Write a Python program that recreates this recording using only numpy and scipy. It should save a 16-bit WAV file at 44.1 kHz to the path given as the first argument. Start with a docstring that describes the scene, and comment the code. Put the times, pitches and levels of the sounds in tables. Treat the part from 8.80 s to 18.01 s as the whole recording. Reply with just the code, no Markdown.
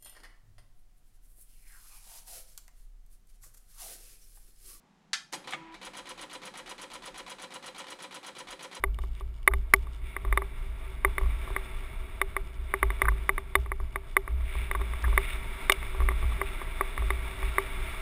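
"""Hard plastic knocks over a low shudder: a mountain bike runs down a stony dirt trail,
heard from a camera in a closed case on the rider's helmet. Bumps make the case knock in its mount
and set the mount shuddering; now and then it slips and creaks. Wind buffets the case, and the rush
of air and tyres on gravel comes in through its walls, louder and brighter with speed.
The tyres skid on loose grit and flick stones against the bike."""
import sys
import numpy as np
from scipy import signal
from scipy.fft import rfft, irfft, next_fast_len
from scipy.io import wavfile
from scipy.ndimage import uniform_filter1d, map_coordinates

SR = 44100
rng = np.random.default_rng(int(sys.argv[2]) if len(sys.argv) > 2 else 0)


def store_pcm(level_fs):
    """Save levels as 16-bit WAV."""
    pcm = np.round(np.clip(level_fs, -1, 1) * 32767).astype(np.int16)
    wavfile.write(sys.argv[1], SR, np.atleast_2d(pcm).T)


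N = 406161

# Each row: start in seconds, base level in dB, hardness in dB (treble from about 2 kHz),
# edge in dB (top modes). The last two are weighted by frequency.
CASE_KNOCKS = [(0.0386, -9, -2.5, 1), (0.188, -23.5, -15.5, 24), (0.2374, -26.5, -17.5, 16),
               (0.409, -24.5, -23, 17), (0.6766, -5, 7.5, -4.5), (0.7367, -16.5, -1.5, 5),
               (0.9372, -5, 11, -14), (1.07, -30.5, -19, 23), (1.3651, -20.5, 2.5, -9),
               (1.4496, -19.5, -15.5, 15), (1.526, -15, -1, -2), (1.5746, -9, -2, 5.5),
               (1.62, -15, -13, -12), (2.248, -6.5, 1.5, -9), (2.3815, -15, 1, 0), (2.4125, -18, -23, 0),
               (2.676, -22, -20, 0), (2.7035, -17, -41, 0), (2.7638, -14, 0, -7), (3.4153, -11, 2, 6),
               (3.5656, -14, -0.5, -1.5), (3.9389, -8, -2, -16), (4.029, -7, -2.5, -4),
               (4.1037, -18.5, 0, 3), (4.218, -8.5, 0.5, -2), (4.4924, -8.5, 3, -8),
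               (4.5799, -17.5, 0.5, 0), (4.754, -6, 1.5, 7.5), (4.861, -25, -13.5, 0),
               (4.9178, -15, -3, -14), (5.001, -22.5, -19, 5), (5.1585, -14.5, -2, -1),
               (5.367, -8, 5, -2.5), (5.4775, -20.5, -6, -15), (5.7536, -18.5, -22, 0),
               (5.913, -16, 0.5, 1.5), (5.9502, -16, -17, 20), (6.015, -20.5, -11, 17),
               (6.1356, -23.5, -3.5, 0), (6.329, -18.5, -21, -2), (6.377, -8, 2.5, -3),
               (6.8974, -5.5, 3, 12), (7.0282, -29.5, 4, 3), (7.1482, -18.5, -29, 0),
               (7.2037, -18.5, -10, 4.5), (7.2874, -14.5, 1.5, -5), (7.615, -10, -6, -12),
               (7.8161, -17.5, -15, 2), (8.0096, -7, -8, -13), (8.1779, -19.5, -1.5, 5),
               (8.3046, -12.5, -2.5, 6), (8.629, -20, -7.5, -6), (8.7828, -7, -1, -9)]
# Each row: start in seconds, peak in dB, length in seconds, pitch in Hz.
MOUNT_CREAKS = [(0.712, -34, 0.014, 1520), (2.441, -42, 0.011, 1150), (4.254, -16, 0.0034, 1500),
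                (4.283, -11.5, 0.006, 1610), (5.95, -23.5, 0.0062, 1550), (6.24, -23, 0.018, 1615)]
# Each row: start in seconds, shake strength in dB, bump length in seconds.
TRAIL_JOLTS = [(0.035, -29, 0.065), (0.2, -32, 0.09), (0.415, -30.5, 0.031), (0.695, -24.5, 0.038),
               (0.955, -30, 0.023), (1.2, -33, 0.016), (1.429, -25.5, 0.097), (1.865, -33.5, 0.017),
               (2.245, -28, 0.022), (2.41, -22.5, 0.035), (2.695, -34, .02), (3.755, -33, .02),
               (4.015, -23.5, 0.034), (4.22, -21.5, 0.076), (4.755, -25.5, 0.021), (4.995, -30.5, 0.019),
               (5.49, -27, 0.11), (5.75, -25.5, 0.019), (5.945, -25.5, 0.045), (6.085, -31.5, 0.028),
               (6.225, -22, 0.089), (6.52, -31, .015), (6.965, -34, 0.018), (7.179, -22.5, 0.11),
               (7.414, -22.5, 0.046), (8.174, -22.5, 0.033), (8.32, -32.5, 0.078), (8.61, -26, 0.021),
               (8.81, -40, 0.039)]
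# Each row: start in seconds, peak in dB.
STONE_HITS = [(0.144, -43), (.217, -48), (.351, -44), (.399, -42), (.630, -48), (0.962, -37), (6.224, -35),
              (6.921, -8)]
# Each row: centre in seconds, length in seconds, level in dB.
TYRE_SKIDS = [(0.383, 0.084, -59), (1.295, 0.14, -53.5), (3.965, 0.15, -53), (5.771, 0.23, -45),
              (6.49, 0.17, -40.5), (7.673, 0.041, -43), (8.669, 0.07, -44)]
# Ground speed as a noise level. Each row: time in seconds, level in dB, read against CRUISE_DB.
SPEED_CURVE = [(0.0, -66.5), (0.67, -69.5), (0.82, -63), (1.23, -60.5), (1.43, -55.5), (2.25, -53.5),
               (2.41, -50.5), (2.74, -47.5), (3.59, -55.5), (3.79, -56.5), (4.16, -48.5), (4.62, -56.5),
               (5.18, -59.5), (5.46, -58), (5.87, -48), (6.03, -49), (6.34, -45.5), (6.98, -45.5),
               (8.26, -45), (9.21, -42.5)]
# Ring of the knocked case. Each row: centre in Hz, width in Hz, gain in dB.
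CASE_MODES = [(390.2, 16.8, 2), (371.6, 82, -9.5), (570, 83, -13.5), (662, 25, -11.5), (778, 63, -13.5),
              (858, 27, -9), (994, 76, -8.5), (1152.5, 99, 1), (1560, 152, -10), (1806, 175, -6),
              (2055, 151, 0), (2246, 105, -6), (2935, 104, -20.5), (3626, 120, -14.5), (4310, 86, -32),
              (5190, 190, -31.5)]
# Resonances that let outside sound in. Each row: centre in Hz, width in Hz, gain in dB.
WALL_MODES = [(385.7, 20, 8.5), (263, 285, -2.5), (570, 37, -18), (650, 57, 0.5), (760, 48, -9.5),
              (929, 110, -0.5), (1144, 90, 1), (1350, 103, 0), (1606, 160, -5.5), (1970, 340, -5),
              (2245, 208, 1.5), (2770, 410, -8.5), (3476, 184, -6), (3675, 270, -11), (4000, 920, -25.5),
              (5210, 950, -23.5)]
# Ring of a stone strike. Each row: centre in Hz, width in Hz, gain in dB.
STONE_MODES = [(630, 120, -12.5), (1240, 360, -7), (1710, 190, -20), (2250, 120, 0.5), (2700, 56, -10),
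               (2910, 170, 1.5), (3480, 500, -3.5), (4900, 770, -9.5), (5840, 690, -11)]
# Wind on the case. Each row: frequency in Hz, relative spectral density in dB.
WIND_SPECTRUM = [(5, -18), (16, -8.5), (27, 4), (40, -7), (62, -12.5), (80, -18.5), (110, -19.5),
                 (150, -28.5), (250, -36), (500, -46), (1500, -100)]

CRUISE_DB = -46
BODY_SLOPE, HISS_SLOPE, WIND_SLOPE, CHATTER_SLOPE = 0.64, 1.055, 0.2, 0.6  # dB per dB of speed_db()


def knocks(size=4096, bend_hz=2100, bend_width_hz=800, scatter_db=1.1, soft_hz=4500):
    """Each bump is one sharp contact that rings the case; harder contacts are brighter."""
    hz = np.fft.rfftfreq(size, 1 / SR)
    # upper modes take about 1 ms to build up, so each knock chirps upward
    pole = bend_hz ** 2 - hz ** 2 + 1j * hz * bend_width_hz
    lag = np.conj(pole) / pole
    base_peak = np.abs(irfft(causal(resonances(CASE_MODES, hz)) * lag)).max()
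    treble = log_interp([(1000, 0.11), (2100, 0.98)], hz)
    top_modes = log_interp([(2300, 0.034), (3300, 0.75)], hz)
    contact = rolloff(hz, soft_hz, 2)  # finite contact time
    out = np.zeros(N)
    for start_s, db, hard_db, edge_db in CASE_KNOCKS + chatter():
        modes = [(f, width, gain + scatter_db * rng.standard_normal()) for f, width, gain in CASE_MODES]
        brightness = amp(hard_db * treble + edge_db * top_modes)
        ring = irfft(causal(resonances(modes, hz) * contact * brightness) * lag)
        add(out, start_s, -amp(db) * ring / base_peak)
    return out


def chatter(count=200, taps_per_s=16, above_db=-29, boost_db=3, spread_db=2, hard_db=-22):
    """Knock rows: the case taps softly and unevenly on a hard-shaking mount, louder at speed."""
    times_s = (np.arange(count) + rng.random(count)) / taps_per_s
    t = np.arange(N) / SR
    shake_db = 20 * np.log10(np.interp(times_s, t, shaking(), right=0) + 1e-9)
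    tap_db = shake_db + boost_db + CHATTER_SLOPE * np.interp(times_s, t, speed_db())
    tap_db += spread_db * rng.standard_normal(count)
    loose = shake_db > above_db
    return [(s, db, hard_db, 0) for s, db in zip(times_s[loose], tap_db[loose])]


def shudder(mount_hz=55, wander_hz=4.41, jolt_gain_db=-2, roughness_db=-45, lumps_db=1.3, damp_hz=78):
    """Jolts and ordinary trail roughness shake the mount at its low resonance."""
    phase = 2 * np.pi * np.cumsum(mount_hz + wander_hz * wobble(25)) / SR
    strength = np.hypot(amp(jolt_gain_db) * shaking(), amp(roughness_db))
    sway = strength * unit_rms(np.sin(phase) * amp(lumps_db * wobble(24)))
    return filtered(sway, lambda hz: rolloff(hz, damp_hz, 5))  # camera mass cannot follow faster shakes


def shaking(rise_s=0.021, fade_db_per_s=100):
    """Shake envelope: each jolt rises, holds for the length of its bump and fades."""
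    age_s = np.arange(SR) / SR
    power = np.zeros(N)
    for start_s, db, length_s in TRAIL_JOLTS:
        fade_db = fade_db_per_s * np.maximum(age_s - rise_s - length_s, 0)
        add(power, start_s, (np.minimum(age_s / rise_s, 1) * amp(db - fade_db)) ** 2)
    return np.sqrt(power)


def wind(cruise_db=-35.5, gust_db=1.7, swing_gain_db=-7.5):
    """Gusts buffet the case, harder at speed and when a jolt swings the helmet through the air."""
    buffet = unit_rms(filtered(rng.standard_normal(N), lambda hz: amp(log_interp(WIND_SPECTRUM, hz))))
    headwind = amp(cruise_db + WIND_SLOPE * speed_db() + gust_db * wobble(20))
    return np.hypot(headwind, amp(swing_gain_db) * shaking()) * buffet


def rush(split_hz=1300, grains_per_s=350, grit=0.37, body_db=-49, hiss_db=-46, flutter_db=1):
    """Air and tyres: hiss with crunching grit; faster is louder and brighter."""
    body = gravel(grains_per_s, grit, lambda hz: rolloff(hz, split_hz, 2))
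    hiss = gravel(grains_per_s, grit, lambda hz: np.sqrt(1 - rolloff(hz, split_hz, 2) ** 2))
    body *= amp(body_db + BODY_SLOPE * speed_db())
    hiss *= amp(hiss_db + HISS_SLOPE * speed_db())
    return amp(flutter_db * wobble(22)) * (body + hiss)


def creaks(size=4096, jitter=0.087, centre_hz=1110, width_hz=900):
    """Quick stick-slip cycles of the mount drive the case."""
    hz, t = np.fft.rfftfreq(size, 1 / SR), np.arange(size) / SR
    response = causal(resonances(CASE_MODES, hz) * resonances([(centre_hz, width_hz, 0)], hz))
    out = np.zeros(N)
    for start_s, db, length_s, pitch_hz in MOUNT_CREAKS:
        drift = unit_rms(uniform_filter1d(rng.standard_normal(size), size=40))
        cycles = np.cumsum(pitch_hz * (1 + jitter * drift)) / SR
        fade = np.sqrt(np.clip(1 - t / length_s, 0, 1))
        force = (np.sin(2 * np.pi * cycles) + 2 * rng.standard_normal(size)) * fade
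        ring = irfft(rfft(force) * response)
        add(out, start_s, amp(db) * ring / np.abs(ring).max())
    return out


def stones(size=4096, scrape=0.45, t60_s=0.014):
    """A stone hits the bike: a bright tick with a brief gritty tail."""
    hz, t = np.fft.rfftfreq(size, 1 / SR), np.arange(size) / SR
    out = np.zeros(N)
    for start_s, db in STONE_HITS:
        force = (t == 0) + scrape * rng.standard_normal(size) * amp(-60 * t / t60_s)
        ring = irfft(rfft(force) * causal(resonances(STONE_MODES, hz)))
        add(out, start_s, amp(db) * ring / np.abs(ring).max())
    return out


def skids(grains_per_s=700, grit=1, low_hz=1800, high_hz=3200):
    """A sliding tyre throws a short, bright spray of grit."""
    t = np.arange(N) / SR
    swell = sum(amp(db) * np.exp(-(2 * (t - centre_s) / length_s) ** 4)
                for centre_s, length_s, db in TYRE_SKIDS)
    band = lambda hz: hz ** 4 / (hz ** 4 + low_hz ** 4) * rolloff(hz, high_hz, 2)
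    return swell * gravel(grains_per_s, grit, band)


def patter(size=4096, grains_per_s=700, clumps_per_s=28, clump_db=5, level_db=-68):
    """Fine grit from the tyres patters on the bike in soft clumps."""
    hits = grains(grains_per_s) * amp(clump_db * np.clip(wobble(clumps_per_s), -2, 2))
    tick = irfft(causal(resonances(STONE_MODES, np.fft.rfftfreq(size, 1 / SR))))
    return amp(level_db) * unit_rms(signal.fftconvolve(hits, tick)[:N])


def mic_hiss(level_db=-72):
    """Faint self-noise of the microphone."""
    colour = lambda hz: amp(log_interp([(300, -7), (5000, -14), (7000, -37)], hz))
    return amp(level_db) * unit_rms(filtered(rng.standard_normal(N), colour))


def gravel(grains_per_s, grit, band):
    """Noise with sharp grains, heard in one band through the case walls; rms 1."""
    crunch = rng.standard_normal(N) + grit * unit_rms(grains(grains_per_s))
    return unit_rms(filtered(crunch, lambda hz: resonances(WALL_MODES, hz) * band(hz)))


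def grains(per_s):
    """Impulses of random time and strength."""
    return (rng.random(N) < per_s / SR) * rng.standard_normal(N)


def speed_db():
    """Speed per sample, as dB above cruising."""
    times_s, db = np.transpose(SPEED_CURVE)
    return np.interp(np.arange(N) / SR, times_s, db) - CRUISE_DB


def amp(db):
    """Decibels to gain."""
    return 10 ** (np.asarray(db) / 20)


def unit_rms(x):
    """Scale to rms 1."""
    return x / np.sqrt(np.mean(x ** 2) + 1e-20)


def log_interp(points, hz):
    """(Hz, value) points read on a log axis."""
    knots_hz, values = np.transpose(points)
    return np.interp(np.log(hz + 1), np.log(knots_hz + 1), values)


def wobble(knots_per_s):
    """Smooth random curve."""
    knots = rng.standard_normal(int(N * knots_per_s / SR) + 4)
    return map_coordinates(knots, [np.arange(N) * knots_per_s / SR])


def rolloff(hz, corner_hz, order):
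    """Butterworth low-pass gain."""
    return 1 / np.sqrt(1 + (hz / corner_hz) ** (2 * order))


def filtered(x, response):
    """Apply the gain response(hz)."""
    size = next_fast_len(len(x) + 8192)
    return irfft(rfft(x, size) * response(np.fft.rfftfreq(size, 1 / SR)), size)[:len(x)]


def resonances(modes, hz):
    """Gain of a set of modes, summed in power."""
    power = 0
    for centre_hz, width_hz, db in modes:
        detune = (hz - centre_hz ** 2 / (hz + 1)) / width_hz
        power += (amp(db) / (1 + detune ** 2 / 2.4)) ** 2
    return np.sqrt(power)


def causal(gain):
    """Minimum-phase spectrum with this gain."""
    cepstrum = irfft(np.log(gain + 1e-4))
    half = len(cepstrum) // 2
    return np.exp(rfft(np.r_[cepstrum[0], 2 * cepstrum[1:half], np.zeros(half)]))


def add(track, start_s, sound):
    """Mix a sound into the track."""
    span = track[max(round(start_s * SR), 0):][:len(sound)]
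    span += sound[:len(span)]


def scene():
    """Sum at the one microphone inside the case."""
    return (knocks() + creaks() + stones() + patter() + mic_hiss()
            + rush() + skids() + shudder() + wind())[None]


def record(dry, limit=0.72, asymmetry=0.15, band_hz=5700, hold_hz=12000, top_hz=15200):
    """The camera squashes hard knocks; its slow sample-and-hold mirrors the sound into the treble."""
    ceiling = limit - asymmetry * np.sign(dry[0])
    squashed = dry[0] / (1 + np.abs(dry[0] / ceiling) ** 8) ** (1 / 8)
    narrow = filtered(squashed, lambda hz: rolloff(hz, band_hz, 20))
    mirrored = narrow * (1 + 2 * np.cos(2 * np.pi * hold_hz * np.arange(N) / SR))
    return filtered(mirrored, lambda hz: np.sinc(hz / hold_hz) * rolloff(hz, top_hz, 60))[None]


dry = scene()
out = record(dry)
store_pcm(out)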